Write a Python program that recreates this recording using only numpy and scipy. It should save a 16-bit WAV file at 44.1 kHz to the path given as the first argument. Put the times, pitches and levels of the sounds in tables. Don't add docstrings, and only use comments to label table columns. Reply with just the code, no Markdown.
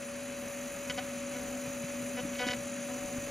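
import sys
import numpy as np
from scipy import signal
from scipy.fft import rfft, irfft
from scipy.io import wavfile

SR = 44100
rng = np.random.default_rng(int(sys.argv[2]) if len(sys.argv) > 2 else 0)


def file_out(sig):
    cols = np.atleast_2d(sig).T
    lim = np.clip(cols, -1, 1)
    pcm = np.round(lim * 32767).astype(np.int16)
    wavfile.write(sys.argv[1], SR, pcm)


def elevation(decibels):
    levels = np.asarray(decibels, float)
    return 10 ** (levels / 20)


N = 145530
SPINDLE_HZ = 247.4


def rms_one(x):
    return x / np.sqrt(np.mean(x ** 2) + 1e-20)


def in_time(rows):
    s, *columns = np.transpose(rows)
    return [np.interp(np.arange(N) / SR, s, c) for c in columns]


def at_hz(points, hz):
    freq_hz, value = np.array(points).T
    return np.interp(np.log(hz + 1), np.log(freq_hz), value)


def drift(rate):
    r = np.exp(-80 * np.pi * rate / SR)
    white = rng.standard_normal(N // 40 + 2002)
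    slow = signal.lfilter([1], [1, -2 * r, r * r], white)[2000:]
    return np.interp(np.arange(N) / 40, np.arange(len(slow)), rms_one(slow - slow.mean()))


def resonate(x, hz, width_hz):
    r = np.exp(-np.pi * width_hz / SR)
    zeros = np.array([1, 0, -1]) * (1 - r * r) / 2
    poles = [1, -2 * r * np.cos(2 * np.pi * hz / SR), r * r]
    return signal.lfilter(zeros, poles, x + 1e-18)


def gate(start, length, attack, release):
    t = np.arange(N) / SR - start
    return np.clip(t / attack, 0, 1) * np.exp(-np.maximum(t - length, 0) / release)


def tone(hz, db):
    return np.sqrt(2) * elevation(db) * np.sin(2 * np.pi * np.cumsum(hz + np.zeros(N)) / SR)


def spindle():
    # time_s, level_db
    load = [(0.0, -50.5), (0.45, -44.5), (0.5, -52), (0.66, -44.5), (0.75, -57), (0.84, -46), (1.3, -44.5),
            (1.38, -44), (2.2, -44), (2.89, -44.5), (2.9, -43), (2.97, -40), (2.99, -54), (3.05, -42),
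            (3.08, -51), (3.17, -36.5), (3.21, -49), (3.3, -51)]
    level_db = in_time(load)[0] + 1.5 * drift(24.0)
    return tone(SPINDLE_HZ + 3.5 * drift(5.2), level_db)


def struck(modes, turns, depth, strength_db):
    rung = 0
    for j, (hz, width_hz, db) in enumerate(modes):
        colour = elevation(1.5 * drift(39))
        blows = np.zeros((2, N))
        blows[0, turns] = 1
        blows[1, turns] = (depth * colour)[turns] * elevation(strength_db)
        sign = -(-1) ** j
        rung = rung + sign * elevation(db) * resonate(blows, hz, width_hz)
    return rung[1] / rung[0].std()


def bit():
    # start_s, length_s, knock_db, ring_db, crack_db
    bites = [(.8984, 0.012, -39, -40, -45.5), (0.978, 0.0027, -48, -52, -54), (0.9824, 0.01, -39, -41, -46),
             (1.3602, 0.011, -47.5, -56, -63), (2.166, .008, -49, -60, -62),
             (2.177, 0.016, -42, -46.5, -55), (2.198, 0.0037, -48, -48, -52),
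             (2.3333, 0.0018, -46, -53, -60), (2.3522, 0.0067, -49, -52, -51),
             (2.3848, 0.0043, -49, -49, -50), (2.3929, .018, -40.5, -43.5, -49),
             (2.415, 0.014, -37, -50, -53), (2.4327, 0.025, -41, -44, -70), (2.464, 0.0023, -49, -43, -53),
             (2.468, 0.011, -38.5, -54, -42), (2.4843, .003, -38, -46, -46),
             (2.487, 0.011, -39.5, -41, -54), (2.504, 0.014, -38, -41.5, -43.5),
             (2.532, 0.0033, -39, -53, -50), (2.5353, .009, -44, -48, -58), (3.143, 0.0017, -44, -57, -60)]
    # start_s, length_s, mode_1_db, mode_2_db, mode_3_db
    drums = [(.415, 0.035, -57, -61, -64), (.897, 0.017, -49, -53, -51.5), (.978, 0.014, -47, -41, -64),
             (1.345, 0.047, -48.5, -55, -60), (1.41, 0.15, -55.5, -57, -74), (1.64, 0.036, -56, -58, -60),
             (2.172, 0.026, -41.5, -48, -51), (2.40, 0.047, -40.5, -41, -46), (2.465, 0.075, -48, -47, -50),
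             (2.885, .075, -53, -55, -59), (2.96, 0.18, -60, -56.5, -74)]
    grips = np.array([0, .8984, .9782, 1.3602, 2.166, 2.3327, 2.3522, 2.3848, 2.4637, 2.4826, 3.1457])
    # freq_hz, width_hz, level_db
    board = [
        (511, 33, -0.5),
        (761, 86, -0.5),
        (970, 93, 0),
    ]
    # freq_hz, width_hz, level_db
    knock = [(1280, 100, -11), (1490, 200, 4), (1720, 120, 1), (1956, 176, 3.5), (2153, 140, 2.5),
             (2610, 180, 0.5), (2300, 1320, -3)]
    # freq_hz, width_hz, level_db
    ring = [
        (2963, 108, 2),
        (3200, 220, 1),
    ]
    # freq_hz, width_hz, level_db
    crack = [(3700, 210, 5), (4070, 460, 6.5), (4300, 530, 0.5), (5570, 370, -5), (4300, 1700, -1.5),
             (6700, 2000, 0), (11100, 4000, -21)]
    attack_s, release_s, jitter_s, spread_db = 0.0044, 0.0025, 0.000015, 1.2

    t = np.arange(N) / SR
    latest_grip = np.searchsorted(grips, t + 0.5 / SPINDLE_HZ, "right") - 1
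    gripped = t - grips[latest_grip]
    chance = rng.standard_normal((800, 2))
    bodies = [(bites, gripped, 2, knock), (bites, gripped, 3, ring), (bites, gripped, 4, crack)]
    bodies += [(drums, t, 2 + k, [mode]) for k, mode in enumerate(board)]
    out = 0
    for table, clock, column, modes in bodies:
        turns = np.flatnonzero(np.diff(np.floor(clock * SPINDLE_HZ)) == 1)[:800]
        turns = (turns + jitter_s * SR * chance[:, 0]).astype(int)
        depth = 0
        for row in table:
            contact = gate(row[0] - attack_s, row[1] + attack_s, attack_s, release_s)
            depth = depth + elevation(row[column]) * contact
        out = out + struck(modes, turns, depth, spread_db * chance[:, 1])
    return signal.sosfilt(signal.butter(2, 7500, fs=SR, output="sos"), out)


def gantry():
    # peak_s, level_db, pitch_hz
    thumps = [(0.427, -38, 263), (0.899, -34.5, 153), (1.44, -39.5, 223), (1.679, -34.5, 154),
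              (1.844, -31.5, 175), (2.03, -38, 167), (2.2355, -34, 151), (2.2536, -27.5, 255),
              (2.469, -27, 264), (2.501, -37, 135), (3.047, -33, 260), (3.052, -42, 90), (3.166, -33, 250),
              (3.185, -35, 111)]
    rise_s, fall_s = 0.0073, 0.005
    t = np.arange(N) / SR
    out = 0
    for s, db, hz in thumps:
        out = out + elevation(db) * gate(s - rise_s, rise_s, rise_s, fall_s) * np.cos(2 * np.pi * hz * (t - s))
    return out


def drive():
    # start_s, end_s, level_db
    travels = [
        (.36, 1.1, -62.5),
        (1.31, 2.63, -64),
        (2.83, 3.4, -62.5),
    ]
    moving = sum(elevation(db) * gate(a, b - a, attack=0.026, release=0.015) for a, b, db in travels)
    return moving * tone(11994 + 10.6 * drift(23), 1.5 * drift(25))


def extractor():
    # time_s, pitch_hz, level_db
    blade_tone = [(0.0, 564, -45), (1.21, 564.6, -43), (1.43, 564.8, -43.5), (2.66, 566.3, -43.5),
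                  (3.21, 568, -43), (3.3, 565, -42.5)]
    hz, db = in_time(blade_tone)
    return tone(hz + 1.66 * drift(11.5), db - 0.5 * drift(36))


def whistles():
    # freq_hz, width_hz, level_db
    cavities = [(1797, 110, -63.5), (2548, 65, -60.5), (3950, 24, -70), (5770, 28, -66.5), (7660, 160, -60),
                (7950, 60, -62), (8400, 80, -59), (12400, 80, -76)]
    white = rng.standard_normal(N)
    out = 0
    for hz, width_hz, db in cavities:
        narrow = resonate(resonate(white, hz, width_hz), hz, width_hz)
        out = out + elevation(db) * rms_one(narrow)
    return out


def air(spectrum, patchy_db, rate):
    hz = np.fft.rfftfreq(N, 1 / SR)
    low, high = spectrum[0][0], spectrum[-1][0]
    shape = rfft(rng.standard_normal((2, N))) * elevation(at_hz(spectrum, hz)) * (hz > low) * (hz < high)
    place = np.log((hz + 1) / low) / np.log(high / low) * 3
    together = drift(rate)
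    out = 0
    for k in range(4):
        band = np.sqrt(np.clip(1 - abs(place - k), 0, 1))
        flicker = elevation(patchy_db * (together + drift(rate)))
        out = out + flicker * irfft(shape * band, N)
    return rms_one(out)


def rushing_air():
    # time_s, level_db over the mean
    flow = [(0, -2.5), (.2, -1.5), (.35, 0), (1.2, 1.5), (2.2, 2), (3.3, 2.5)]
    # freq_hz, density_db per Hz
    rumble = [(70, -18), (130, -5), (190, -4), (260, -1), (330, -8.5), (480, -9), (700, -11), (900, -32)]
    # freq_hz, density_db per Hz
    rush = [(700, 0.5), (900, -4.5), (1300, 1.5), (1800, -1), (2500, 1.5), (3000, -2.5), (3400, -8.5),
            (5600, -10)]
    # freq_hz, density_db per Hz
    jet = [(5400, -18.5), (6200, 2), (6450, -1.5), (6750, 4), (7200, -6.5), (7600, -1.5), (8500, -7),
           (8900, -9)]
    # freq_hz, density_db per Hz
    hiss = [(8700, -10), (9600, 0), (10200, -0.5), (11000, -6.5), (12200, -11), (12800, -24),
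            (13600, -17.5), (15900, -14)]
    flow_db, = in_time(flow)
    swirl_hz = 43.9 + 1.5 * drift(2.3)
    swirl_db = 1.76 * np.sin(2 * np.pi * np.cumsum(swirl_hz) / SR)
    out = elevation(-49.5 + 0.76 * flow_db) * air(rumble, patchy_db=1.0, rate=21)
    out += elevation(-48 + 0.3 * flow_db) * air(rush, patchy_db=0.5, rate=40)
    out += elevation(-50 + 0.83 * flow_db + swirl_db) * air(jet, patchy_db=0.92, rate=62)
    out += elevation(-55 + 0.2 * flow_db + swirl_db) * air(hiss, patchy_db=0.7, rate=36)
    return out


def dust_hose():
    # time_s, level_db
    gusts = [(0.0, -65), (1.04, -60), (1.36, -66), (1.43, -53), (1.87, -64), (2.59, -58), (2.76, -72),
             (3.01, -61), (3.05, -48), (3.12, -66), (3.17, -57), (3.3, -54)]
    level_db = 0.94 * (in_time(gusts)[0] + 56.5) - 56.5
    spectrum = [(18, -3), (30, -6), (70, 1.5), (130, -8.5)]  # freq_hz, density_db
    return elevation(level_db) * air(spectrum, patchy_db=0.5, rate=5.9)


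def shop(x):
    t60_s, level_db = 0.2, -20
    t = np.arange(int(0.4 * SR)) / SR
    dull = signal.lfilter([0.4], [1, -0.6], rng.standard_normal((2, len(t))))
    tail = dull * elevation(-60 * t / t60_s)
    tail = tail / np.sqrt((tail ** 2).sum(1, keepdims=True))
    return elevation(level_db) * signal.fftconvolve(x[None], tail, axes=1)[:, :N]


def scene():
    blows = bit() + gantry()
    out = rushing_air() + dust_hose() + shop(blows)
    out[0] += blows + spindle() + drive() + extractor() + whistles()
    return out


def top_cut(x):
    return signal.sosfilt(signal.butter(12, 15790, fs=SR, output="sos"), x)


def record(dry):
    # freq_hz, phase_rad
    lead = [(2500, 0), (3500, 0.68), (4900, 0.34), (5300, 0), (6300, 0), (7200, 1.09), (7750, 2.5),
            (7950, 3), (8800, 2), (9200, 1.57), (10200, 0.6), (11100, 0), (13600, 0.5), (16000, -4)]
    # freq_hz, level_db
    unshared = [(60, -25), (400, -12), (850, -5), (1500, -23), (2500, -20.5), (3700, -18), (5300, -31),
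                (7200, -31), (8400, -39), (9100, -15), (10700, -9), (13400, -30), (14000, -2.5)]
    # freq_hz, level_db
    tilt = [(60, 1), (250, 1.5), (560, 3.5), (1000, 2.5), (1600, 0)]
    # low_hz, high_hz
    no_mid = [(7900, 8930), (12720, 12900), (15760, 30000)]
    # low_hz, high_hz
    no_side = [(1900, 2150), (5170, 6300), (11030, 13300), (15760, 30000)]
    hz = np.fft.rfftfreq(N, 1 / SR)
    both, apart = rfft(dry)
    sign = np.array([[1], [-1]])
    ports = both + sign * apart * elevation(at_hz(unshared, hz))
    turned = ports * np.exp(0.5j * sign * at_hz(lead, hz))
    left, right = turned * elevation(0.5 * sign * at_hz(tilt, hz))
    mid, side = left + right, left - right
    for low_hz, high_hz in no_mid:
        mid[(hz > low_hz) & (hz < high_hz)] = 0
    for low_hz, high_hz in no_side:
        side[(hz > low_hz) & (hz < high_hz)] = 0
    mix = irfft((mid + sign * side) / 2, N)
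    return top_cut(mix)


dry = scene()
out = record(dry)
file_out(out)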